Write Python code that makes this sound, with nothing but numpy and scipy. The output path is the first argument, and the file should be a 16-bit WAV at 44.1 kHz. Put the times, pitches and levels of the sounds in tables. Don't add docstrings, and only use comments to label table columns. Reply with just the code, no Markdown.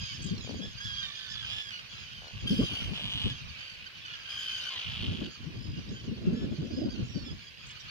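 import sys
import numpy as np
from scipy import signal
from scipy.fft import rfft, irfft, next_fast_len
from scipy.io import wavfile
from scipy.ndimage import uniform_filter1d

SR = 44100
rng = np.random.default_rng(int(sys.argv[2]) if len(sys.argv) > 2 else 0)


def volts(x):
    e = np.asarray(x, float) / 20
    return 10 ** e


def wrap_up_sound(samples):
    columns = np.atleast_2d(samples).T
    tamed = np.clip(columns, -1, 1)
    steps = np.round(tamed * 32767).astype(np.int16)
    wavfile.write(sys.argv[1], SR, steps)


N = 348390
PAD = 32


def near_calls(out):
    # t/s, pitch f/Hz, 2nd harmonic level/dB
    contours = [
        [(0.8, 1599, -40), (0.85, 1687, -40), (0.95, 1634, -44), (1.02, 1626, -40), (1.065, 1520, -39.5)],
        [(1.025, 1900, -41), (1.09, 1757, -49), (1.3, 1745, -48), (1.4, 1697, -45.5), (1.47, 1500, -44.5)],
        [(1.49, 1612, -44), (1.53, 1700, -45), (1.59, 1732, -47), (1.69, 1630, -45.5), (1.73, 1473, -44.5),
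         (1.81, 1443, -50.5)],
        [(2.465, 1593, -33.5), (2.55, 1552, -40.5), (2.65, 1569, -41), (2.75, 1521, -37.5), (2.85, 1567, -42.5),
         (2.93, 1490, -49)],
        [(4.285, 1600, -41.5), (4.33, 1588, -42.5), (4.5, 1549, -39), (4.6, 1538, -42), (4.7, 1505, -38)],
        [(4.6, 1272, -68), (4.79, 971, -49.5)],
    ]
    # left lag/samples, left minus right/dB, harmonics 1, 3, 4 against the 2nd/dB
    birds = [(-10.5, -1.5, -7.5, -11, -22.5), (6, -3.5, -9, -19, -37), (15, -3.5, -8.5, -7.5, -18),
             (-7, 4, -21, -14, -23.5), (-1.5, 6, -15, -15, -20), (-4, 1, -3.5, 0, 1)]
    roughness = [.9, 1.3, 1.1, .7, .3, 1.5]
    for contour, bird, rough in zip(contours, birds, roughness):
        start_s = contour[0][0]
        hz, db = curves(contour)[1]
        sing(out, start_s, hz, db, *bird, rough)


def cries(out):
    # t/s, length/s, first f/Hz, end f/Hz, level/dB
    events = [(0.0, .15, 1623, 1501, -47), (.08, .06, 1130, 1100, -55), (.191, .17, 1650, 1600, -53),
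              (.61, .13, 1750, 1780, -63), (.86, .22, 1560, 1520, -58), (1.07, .05, 1185, 1140, -51),
              (1.18, .13, 1560, 1480, -52), (2.111, .2, 1600, 1430, -52), (2.488, .19, 1687, 1615, -53.5),
              (3.335, .09, 1400, 1370, -54), (3.97, .2, 1800, 1700, -58), (4.044, .12, 1500, 1463, -50),
              (4.289, .35, 1670, 1584, -60), (5.23, .15, 1510, 1475, -60), (6.25, .17, 1360, 1330, -58),
              (6.95, .12, 1380, 1340, -56), (7.075, .22, 1900, 1750, -69), (7.141, .1, 1550, 1456, -63)]
    # left lag/samples, left minus right/dB, 3rd harmonic against the 2nd/dB
    birds = [(13.5, 0, -5.5), (17, -4, -17), (-12, 1.5, -6), (13.5, -0.5, 2), (5.5, -8, -3), (5.5, -5, -13),
             (3, -6, -4), (14.5, 0, -10), (-10.5, 1, 3), (14, -1, -17), (15.5, 3, -11), (14.5, -1, -6),
             (-9, -3, 5.5), (-8.5, -3, 2), (11.5, 3, -12), (11.5, 0, -12), (17, -11, 5), (9, -5.5, 7)]
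    for (s, length, top_hz, end_hz, db), (lag, pan_db, third_db) in zip(events, birds):
        hz = np.linspace(top_hz, end_hz, int(length * SR))
        sing(out, s, hz, db, lag, pan_db, -6, third_db, -14 + .6 * third_db, rough=.9)


def arches(out):
    # t/s, length/s, top f/Hz, end f/Hz, level/dB
    events = [(0.129, 0.06, 1780, 1470, -54.5), (0.601, 0.074, 1678, 1743, -47.5),
              (1.287, 0.078, 1770, 1390, -48.5), (3.293, 0.037, 1687, 1670, -44),
              (3.485, 0.028, 1535, 1430, -65.5), (3.564, 0.21, 1554, 1467, -54),
              (4.13, 0.023, 1660, 1640, -58), (5.535, 0.28, 1657, 1604, -61.5),
              (5.878, 0.042, 1920, 1580, -57), (6.327, 0.14, 1723, 1695, -56),
              (6.698, 0.18, 1674, 1600, -59), (6.888, 0.083, 1580, 1310, -56.5),
              (7.59, 0.033, 1520, 1420, -68), (7.249, 0.063, 1740, 1580, -53.5),
              (7.465, 0.037, 1627, 1550, -63), (7.793, 0.035, 1900, 1650, -58),
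              (7.791, 0.034, 1540, 1520, -58), (7.879, 0.028, 1480, 1480, -58.5),
              (3.367, 0.05, 1672, 1560, -70), (4.244, 0.046, 1590, 1460, -55),
              (5.944, 0.076, 1570, 1500, -52), (3.853, 0.035, 1554, 1320, -47.5),
              (0.769, .03, 1583, 1500, -51), (1.212, 0.047, 1640, 1500, -55),
              (1.781, 0.043, 1610, 1500, -53), (2.005, 0.033, 1620, 1450, -60),
              (2.958, 0.034, 1740, 1500, -51), (3.892, 0.034, 1630, 1480, -60),
              (4.195, 0.033, 1680, 1550, -79), (5.408, 0.045, 1560, 1330, -56),
              (7.418, .032, 1530, 1380, -66), (7.755, 0.04, 1500, 1290, -58),
              (6.54, 0.041, 1510, 1480, -63), (7.693, 0.037, 1730, 1680, -53),
              (5.328, 0.037, 1600, 1310, -60), (5.99, 0.027, 1900, 1650, -67),
              (6.134, 0.053, 1530, 1280, -63), (7.299, 0.038, 1680, 1620, -59.5)]
    # left lag/samples, left minus right/dB, 3rd harmonic against the 2nd/dB
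    birds = [(15, -4, 0), (16.5, 1, -8.5), (6.5, -7, -4), (-8, -1, -12), (-9, -20, 7), (-12.5, -2, -2),
             (-13, -25, -9), (-17, -0.5, 4.5), (-9, -3, -5.5), (6, 4, -4.5), (-7, -0.5, 6), (-7.5, 1, 5.5),
             (15, -7, 3), (-16.5, -2, -5), (11, -12, 5.5), (-17, -13, -3.5), (-9, -5, 2), (7, 3, 11),
             (7, -4, 4), (-9, -17, -11), (10.5, 1, -8), (-11, -4, -7), (6.5, -5, 2), (11, -6, -4),
             (11, 3, -1), (11, 3, 0), (15, 0, -8), (23, 3, -17), (14, 0, -2), (14, -2, -10), (13, 1, 5),
             (11, -2, 0), (6, -4, 5.5), (16.5, 0, -9), (-6.5, -2, 6), (-9, -5, 1), (11, 2, 4),
             (11, -2, 4.5)]
    top_at = 0.378
    for (s, length, top_hz, end_hz, db), (lag, pan_db, third_db) in zip(events, birds):
        along = np.linspace(0, 1, int(length * SR))
        bend = np.interp(along, [0, top_at, 1], [1, 0, 1]) ** 2
        foot_hz = np.where(along < top_at, top_hz * (1 - .09), end_hz)
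        hz = top_hz + (foot_hz - top_hz) * bend
        db = db - 2.5 * bend
        sing(out, s, hz, db, lag, pan_db, -6, third_db, -14 + .6 * third_db, rough=.35 + 2 * length)


def sing(out, s, hz, db, lag, pan_db, first_db, third_db, fourth_db, rough):
    # t/s, trill rate f/Hz, first pulse after/s, depth 0-1, harmonics 5-8
    # level/dB
    trill_rows = [(.8, 58.8, 0.0031, 0.2, -42.5), (1.025, 55, 0.0075, 0.8, -41),
                  (1.49, 57.4, 0.01, 0.45, -38), (2.465, 57.7, 0.0141, 0.6, -36),
                  (2.485, 58.2, 0.0026, 0.6, -23), (4.285, 57.5, 0.0054, 1, -36),
                  (4.29, 57.8, 0.011, 1, -27), (5.23, 57, 0.016, 0.6, -34), (2.11, 33, 0.015, 0.6, -36),
                  (4.045, 38, 0.013, 1, -44), (5.534, 55, 0.0041, 0.74, -42), (7.075, 41, 0.0037, 0.6, -39),
                  (3.562, 45, 0.004, 0.56, -34), (.86, 43, 0.0146, 1, -44)]
    trills = {row[0]: row[1:] for row in trill_rows}
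    nearest = min(trills, key=lambda at: abs(at - s))
    gentle = (56, 0, .3, -42)
    *shape, top_db = trills[nearest] if abs(nearest - s) < .0045 else gentle
    rate, first_s, depth = shape
    tiring = np.linspace(2, -5, len(hz))
    uppers = [top + tiring for top in (top_db, top_db, top_db - 1, top_db + 2)]
    stack = [first_db, 0, third_db, fourth_db] + uppers
    cycle = (rate * (np.arange(len(hz)) / SR - first_s) + .5) % 1 - .5
    hz = hz * (1 - 2 * .012 * min(depth, 1) * cycle)
    tone = voice(hz, stack, wobble=.0065 * rough, flutter_db=1.8, hoarse=.45 * rough)
    breath = level(ring(rng.standard_normal(len(hz)), 5400, 5400), top_db + 12.5)
    sound = (tone + breath) * volts(db) * fade(len(hz), .008)
    add(out, sound * trill(len(hz), *shape), int(s * SR), lag, pan_db)


def voice(hz, harmonics_db, wobble, flutter_db, hoarse):
    size = len(hz)
    unsteady = wobble * (walk(120.9, size) + walk(700, size))
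    phase = 2 * np.pi * np.cumsum(hz * (1 + unsteady)) / SR
    stack = 0
    for number, db in enumerate(harmonics_db, 1):
        stack = stack + volts(db + flutter_db * walk(61.4, size)) * np.sin(number * phase)
    return np.sqrt(2) * stack * (1 + hoarse * walk(1500, size))


def trill(size, rate, first_s, depth):
    phase = 2 * np.pi * rate * (np.arange(size) / SR - first_s)
    depth = np.clip(depth, 0, 1)
    shut = .5 - .5 * np.tanh(5.5 * (np.cos(phase) + 0.22))
    return level(1 - depth * shut)


def rasps(out):
    # t/s, level/dB
    swells = [
        [(1.46, -40.5), (1.61, -40.5), (1.62, -34)],
        [(2.93, -41.5), (3.1, -37), (3.28, -34.5), (3.335, -44)],
        [(4.7, -42.5), (4.86, -41.5), (5.06, -40), (5.1, -44.5), (5.262, -46), (5.285, -58)],
    ]
    rattles = [(242, 66, 0.03, 8.5, -1.5, -29), (223, 50, 0.3, -6.5, 2.5, -18),
               (222.6, 56, 0.98, -2, 4.5, -24)]
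    starts = [(0.0037, 3040), (.006, 3120), (.002, 3126)]
    for swell, (rate, trill_rate, depth, lag, pan_db, treble_db), first in zip(swells, rattles, starts):
        start, (db,) = curves(swell)
        sound = rattle(len(db), rate, trill_rate, depth, treble_db, *first)
        add(out, sound * volts(db) * fade(len(db), 0.0057), start, lag, pan_db)


def far_rasps(out):
    # t/s, length/s, throat f/Hz, trill rate f/Hz, level/dB
    events = [
        (0.857, 0.16, 2730, 58.3, -62),
        (1.7, 0.13, 2500, 56.7, -49),
        (1.93, 0.15, 2580, 56.1, -54),
        (2.297, 0.13, 2730, 55.1, -50),
        (3.501, 0.36, 2560, 55.9, -51.5),
        (5.438, 0.38, 2550, 55.7, -65),
        (5.9, 0.24, 2620, 55.3, -62),
        (6.922, 0.23, 2720, 56.3, -56),
        (7.499, 0.22, 2700, 45.5, -56),
        (7.809, 0.1, 2560, 46.2, -60),
    ]
    lags = [8, 10, -8, 12, 13, 12, 7, 8, 15, 15]
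    for (s, length, hz, trill_rate, db), lag in zip(events, lags):
        size = int(length * SR)
        sound = rattle(size, 4.4 * trill_rate, trill_rate, .8, -29, 0, hz)
        add(out, sound * volts(db + 2 * walk(17, size)) * fade(size, 0.014), int(s * SR), lag, -1.5)


def rattle(size, rate, trill_rate, depth, treble_db, first_s, throat_hz):
    # f/Hz, width f/Hz, level/dB
    throat = [
        (3060, 750, 11.5),
        (1500, 1070, -9.5),
        (5120, 650, -13.5),
        (930, 1070, -8.5),
    ]
    chance = rng.standard_normal((int(size / SR * trill_rate) + 1, 9))
    groups = first_s + np.arange(len(chance)) / trill_rate + .0003 * chance[:, 8]
    along = np.linspace(0, 1, len(chance))
    groups = groups + .003 * depth * along ** 3
    gap = (1 + depth * (.45 * along ** 2 - .17))[:, None] / rate
    click_s = groups[:, None] + (np.arange(4) + .11 * chance[:, :4]) * gap
    at = (click_s * SR).astype(int).clip(0, size)
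    gains = volts(1.8 * chance[:, 4:8] - 0.54 * np.arange(4))
    gains[:, 2] *= np.clip(1 - depth * 4 * (along - .62), 0, 1)
    gains[:, 3] *= np.clip(1 - depth * np.linspace(.6, 1.5, len(chance)), 0, 1)
    clicks = np.zeros(size + 1)
    clicks[at] = gains
    clicks = clicks[:size]
    shift = throat_hz / throat[0][0]
    body = 0
    for hz, width, db in throat:
        body = body + volts(db) * level(ring(ring(clicks, hz * shift, width), hz * shift, width))
    treble = level(ring(ring(clicks, 6500, 3200), 7500, 8300))
    return level(body + volts(treble_db) * treble)


def chips(out):
    # t/s, peak level/dB, 3rd harmonic f/Hz, left minus right/dB
    events = [
        (0.377, -43, 4260, -17),
        (0.4067, -37, 3970, -10),
        (0.65, -55, 5100, -10),
        (2.2776, -41, 4220, 1),
        (3.698, -41, 4640, -2),
        (4.06, -41, 4640, -1),
        (5.6226, -47.5, 5440, 1),
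        (6.33, -48, 4750, 8),
        (6.8942, -57, 4540, 2),
    ]
    t = np.arange(1500) / SR
    hook = 1 - 600 * (t - .009) ** 2
    envelope = np.exp(-t / 0.0084) * fade(len(t), 0.0035)
    for s, db, hz, pan_db in events:
        phase = 2 * np.pi * np.cumsum(hz * hook) / SR
        tone = 0
        for k, part_db in enumerate([-5, -1.5, -9, -17.5], 2):
            tone = tone + volts(part_db) * np.sin(phase * k / 3)
        add(out, volts(db) * tone * envelope, int(s * SR), -8, pan_db)


def insect(out):
    # t/s, level/dB
    swells = [
        [(0.215, -69), (0.231, -47), (0.285, -58)],
        [(7.659, -74), (7.669, -58), (7.725, -62)],
    ]
    band = signal.butter(4, [6300, 8300], "band", fs=SR, output="sos")
    for swell in swells:
        start, (db,) = curves(swell)
        buzz = signal.sosfilt(band, rng.standard_normal(len(db)))
        buzz = buzz + 3.5 * ring(buzz, 5900, 900)
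        add(out, level(buzz * trill(len(db), 47, 0.011, 0.84)) * volts(db), start, -4, -1.5)


def chorus(count, size):
    # t/s, level/dB, brightness/dB
    swell = [(0, -50, 13), (.7, -51.5, 7), (1, -51.5, 13), (1.8, -48, 6), (2.3, -52.5, 6.5),
             (2.8, -43.5, 5), (3.4, -50, 5), (4.05, -49.5, -2.5), (4.6, -41, 7), (4.9, -45, -3),
             (5.4, -53.5, 4), (6.0, -55, 6), (6.9, -55.5, 7.5), (7.6, -52.5, 4.5), (7.9, -49, 0)]
    out = np.zeros((2, N + 2 * SR))
    for length, pitch, tilt, depth, harsh, *calls in rng.random((count, 5 + 3 * size)):
        arch = np.linspace(-.7, 1, int(SR * (.035 + .09 * length ** 4)))
        hz = (1200 + 520 * pitch) * (1 - 0.086 * arch ** 2)
        stack = [-9, 0, -12 + 8 * tilt, -21 + 9 * tilt]
        sound = voice(hz, stack, wobble=.009, flutter_db=3.5, hoarse=.45)
        sound = sound * trill(len(hz), 52 + 9 * tilt, 0, depth)
        if harsh < .5:
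            rasp = rattle(2 * len(hz), 200 + 80 * harsh, 54, depth, -40, 0, 2300 + 900 * pitch)
            sound = np.r_[sound, volts(-1.5) * rasp]
        sound = sound * fade(len(sound), 0.0018)
        for when, loud, side in np.reshape(calls, (size, 3)):
            add(out, sound * volts(-6 * loud), int(when * (N + SR / 2)), 36 * side - 20, -3 + 5 * side)
    out = level(out[:, SR // 2:SR // 2 + N])
    birds = out + volts(-5.0) * scatter(out, 0.03)
    db, bright_db = curves(swell)[1]
    treble = signal.sosfilt(signal.butter(2, 4000, "high", fs=SR, output="sos"), birds)
    birds = birds + (volts(bright_db) - 1) * treble
    haze_db = np.mean(db) + 0.5 * (db - np.mean(db))
    return volts(db) * birds + volts(haze_db) * haze()


def haze():
    # f/Hz, density level/dB
    spectrum = [(290, -8.5), (500, -9), (901, -13.5), (1150, -5.5), (1250, -23), (1510, -3.5), (1990, -3),
                (2930, -2), (3680, -4.5), (4840, -6), (5350, -11), (6090, -19), (8600, -30), (15500, -27.5)]
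    return level(colour(rng.standard_normal((2, N)), spectrum), -3.14)


def wind():
    # f/Hz, density level/dB
    rumble_spectrum = [(12, -59), (20, -21), (54, -1), (114, 2), (240, -12), (281, -44), (461, -32),
                       (900, -32.5), (1170, -27.5), (1980, -120)]
    # f/Hz, density level/dB
    buffet_spectrum = [(12, -45), (20, -46), (54, -9), (233, 1.5), (380, -8.5), (576, -19), (841, -34),
                       (1050, -45), (1500, -28), (1950, -72), (3300, -120)]
    low, high = gusts()
    shared = walk(20, N)
    ports = []
    for thump in thumps():
        eddy_db = 5.9 * shared + 4.9 * walk(30, N) + 3.84 * walk(90, N)
        rumble = level(colour(rng.standard_normal(N) * volts(0.85 * eddy_db), rumble_spectrum))
        buffet = level(colour(rng.standard_normal(N) * volts(eddy_db), buffet_spectrum))
        rumble, buffet = (x / np.sqrt(uniform_filter1d(x ** 2, 6000)) for x in (rumble, buffet))
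        ports.append(low * rumble + high * buffet + thump)
    return np.array(ports)


def gusts():
    # t/s, length/s, rumble level/dB, buffeting level/dB
    events = [(0.0, 0.064, -37, -60), (0.191, 0.22, -40, -47), (0.43, 0.24, -44, -43),
              (0.657, 0.39, -47, -71), (1.285, 0.32, -49.5, -67), (1.89, 0.47, -54, -71),
              (2.34, 0.24, -40.5, -58), (2.475, 0.24, -35.5, -34), (2.805, 0.12, -35.5, -43.5),
              (2.971, 0.12, -40.5, -47.5), (3.154, 0.18, -38, -47.5), (3.419, 0.11, -42, -71),
              (4.864, 0.22, -38.5, -73), (5.023, 0.26, -41.5, -37.5), (5.41, 0.82, -43, -46.5),
              (6.21, 0.44, -42.5, -35), (6.678, 0.36, -42, -37), (6.972, 0.4, -42, -47),
              (7.58, 0.37, -55, -77)]
    calm_db, edge_s = np.array([[-57.5], [-73]]), 0.12
    t = np.arange(N) / SR
    power = volts(calm_db) ** 2
    for s, length, *db in events:
        swell = np.clip(np.minimum(t - s, s + length - t) / edge_s + .5, 0, 1) ** 2
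        power = power + swell * volts(np.array(db)[:, None]) ** 2
    return np.sqrt(power)


def thumps():
    # t/s, peak level/dB, f/Hz, left minus right/dB, #
    # swell/s
    puffs = [(0.108, -40, 119, 5, 0.02), (0.203, -39, 133, 13, 0.013), (0.242, -32, 167, 13, 0.015),
             (0.305, -24, 171.5, 5.5, 0.014), (0.44, -38, 110, 12, 0.011), (0.486, -37, 228, 13, 0.01),
             (0.586, -40.5, 192.5, 23.5, 0.017), (0.848, -35.5, 118, 8, 0.0082),
             (2.424, -36, 129, 13, 0.0094), (2.501, -17.5, 202, 1.5, 0.015), (2.564, -27, 132.5, 4, 0.0091),
             (2.588, -14.5, 238, -1, 0.0069), (2.645, -33, 147, -5, 0.0053), (2.811, -45, 114, -2.0, 0.01),
             (2.905, -32, 190.6, 15, 0.013), (3.147, -28.5, 120, -3, 0.0072), (3.243, -21, 109, -1, 0.0062),
             (3.257, -23, 183.5, 6.5, 0.0074), (3.303, -31.5, 132, -1, 0.012),
             (5.014, -41, 112.7, -1, 0.012), (5.069, -25, 109.5, 0, 0.017), (5.229, -38, 189, 7, 0.0076),
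             (5.461, -35, 148.5, 15, 0.012), (5.57, -38.5, 130, 18, 0.017), (5.677, -28.5, 110, 3, 0.015),
             (5.727, -32, 159, 8, 0.0084), (5.909, -29, 190.6, 0, 0.0108), (6.072, -29, 184, 3, 0.014),
             (6.11, -26.5, 200, 3.5, 0.011), (6.266, -15.5, 180.4, 2.0, 0.011),
             (6.318, -22.5, 205.6, -0.5, 0.012), (6.364, -28.5, 229, -6, 0.012),
             (6.424, -24, 193, 2, 0.012), (6.581, -25.5, 163.6, -4.0, 0.013), (6.644, -30.5, 255, 5, 0.011),
             (6.701, -36, 251, 9, 0.01), (6.767, -25.5, 242.4, 4.5, 0.016), (6.93, -34, 172, -1, 0.0065),
             (7.022, -25.5, 109.8, 1, 0.01), (7.154, -26, 232, 9, 0.01),
             (5.763, -32.5, 187.4, -4, 0.015),
        (6.812, -25.5, 277, -6, 0.012),
        (6.854, -25, 254, 7.5, 0.0069),
        (6.998, -31.5, 200, 12, 0.014),
        (7.261, -35, 316, 0, 0.0092),
        (7.312, -37.5, 188, -5, 0.0075),
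    ]
    out = np.zeros((2, N + SR))
    t = np.arange(4000) / SR
    for s, peak_db, hz, pan_db, swell_s in puffs:
        start = int(s * SR)
        swell = (t / swell_s * np.exp(1 - t / swell_s)) ** 1.37
        swing = np.zeros((2, PAD + len(t)))
        add(swing, volts(peak_db - 2.0) * swell, 0, 0, pan_db)
        for port, (shape, offset) in enumerate(zip(swing[:, PAD:], rng.random(2))):
            pace = hz * (1 + 1.4 * t + 0.17 * walk(149.2, len(t)))
            phase = 2 * np.pi * (offset + np.cumsum(pace) / SR)
            out[port, start:start + len(t)] += shape * (np.sin(phase) + 0.22 * np.sin(2 * phase + 1))
    return out[:, :N]


def flutter():
    # t/s, length/s, flap rate f/Hz, level/dB, left minus right/dB
    trains = [
        (2.22, 0.098, 81, -58.5, 4),
        (2.681, 0.34, 67, -58.5, 5),
    ]
    # t/s, peak level/dB
    flaps = [
        (.447, -47),
        (.475, -42),
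        (.494, -38),
        (.510, -40),
        (.525, -51),
        (.544, -42),
        (.606, -56),
        (.624, -45),
        (.638, -47),
        (.656, -48),
    ]
    out = np.zeros((2, N + SR))
    for s, length, rate, db, pan_db in trains:
        timing, force = rng.standard_normal((40, 2)).T
        at = (np.cumsum(1 + .06 * timing) * SR / rate).astype(int) - int(SR / rate) + 50
        clicks = np.zeros(int(length * SR))
        inside = at < len(clicks)
        clicks[at[inside]] = volts(3.0 * force[inside])
        add(out, level(ring(ring(clicks, 680, 470), 480, 600), db), int(s * SR), 0, pan_db)
    flap = ring(ring(signal.unit_impulse(800), 460, 340), 450, 400)
    for s, db in flaps:
        add(out, volts(db) * flap / flap.max(), int(s * SR), 0, 12)
    return out[:, PAD:PAD + N]


def scatter(x, decay_s):
    t = np.arange(SR // 4) / SR
    tail = rng.standard_normal((2, len(t))) * np.exp(-t / decay_s)
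    tail = tail / np.sqrt(np.mean(np.sum(tail ** 2, 1)))
    return signal.fftconvolve(x, tail, axes=1)[:, :N]


def through_ports(air):
    # f/Hz, left minus right/dB
    difference = [(200, -0.5), (1200, -0.5), (2400, -0.5), (5000, -7), (7000, -7.5), (10000, 9),
                  (15000, -2.5)]
    left = colour(air[0], [(hz, db / 2) for hz, db in difference])
    right = colour(air[1], [(hz, -db / 2) for hz, db in difference])
    return np.array([left, right])


def level(x, db=0):
    return x * volts(db) / np.sqrt(np.mean(x ** 2))


def colour(x, points):
    hz, db = np.transpose(points)
    size = next_fast_len(x.shape[-1])
    f = np.maximum(np.arange(size // 2 + 1) * SR / size, 1)
    gain = volts(np.interp(np.log(f), np.log(hz), db))
    return irfft(rfft(x, size) * gain, size)[..., :x.shape[-1]]


def ring(x, hz, width):
    return signal.lfilter(*signal.iirpeak(hz, hz / width, SR), x)


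def walk(rate, size):
    k = int(SR / rate)
    steps = np.repeat(rng.standard_normal(size // k + 1), k)
    return 1.31 * uniform_filter1d(uniform_filter1d(steps, k), k)[:size]


def curves(table):
    s, *columns = np.transpose(table)
    start = int(s[0] * SR)
    t = np.arange(start, min(int(s[-1] * SR), N)) / SR
    return start, [np.interp(t, s, c) for c in columns]


def add(out, x, start, lag, pan_db):
    for channel, side in enumerate((1, -1)):
        first = PAD + start + int(round(side * lag / 2))
        out[channel, first:first + len(x)] += x * volts(side * pan_db / 2)


def fade(size, rise_s):
    edge = np.minimum(np.arange(size), np.arange(size)[::-1])
    return np.minimum(edge / (rise_s * SR), 1)


def scene():
    near = np.zeros((2, N + SR))
    for source in (near_calls, cries, arches, rasps, far_rasps, chips, insect):
        source(near)
    near = near[:, PAD:PAD + N]
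    air = near + volts(-12) * scatter(near, .04) + chorus(count=130, size=6)
    return wind() + flutter() + through_ports(air)


def low_pass(x):
    return signal.sosfilt(signal.butter(12, 15710, fs=SR, output="sos"), x)


def record(dry):
    mix = colour(dry, [(15700, 0), (15730, -70)])
    return low_pass(mix)


dry = scene()
out = record(dry)
wrap_up_sound(out)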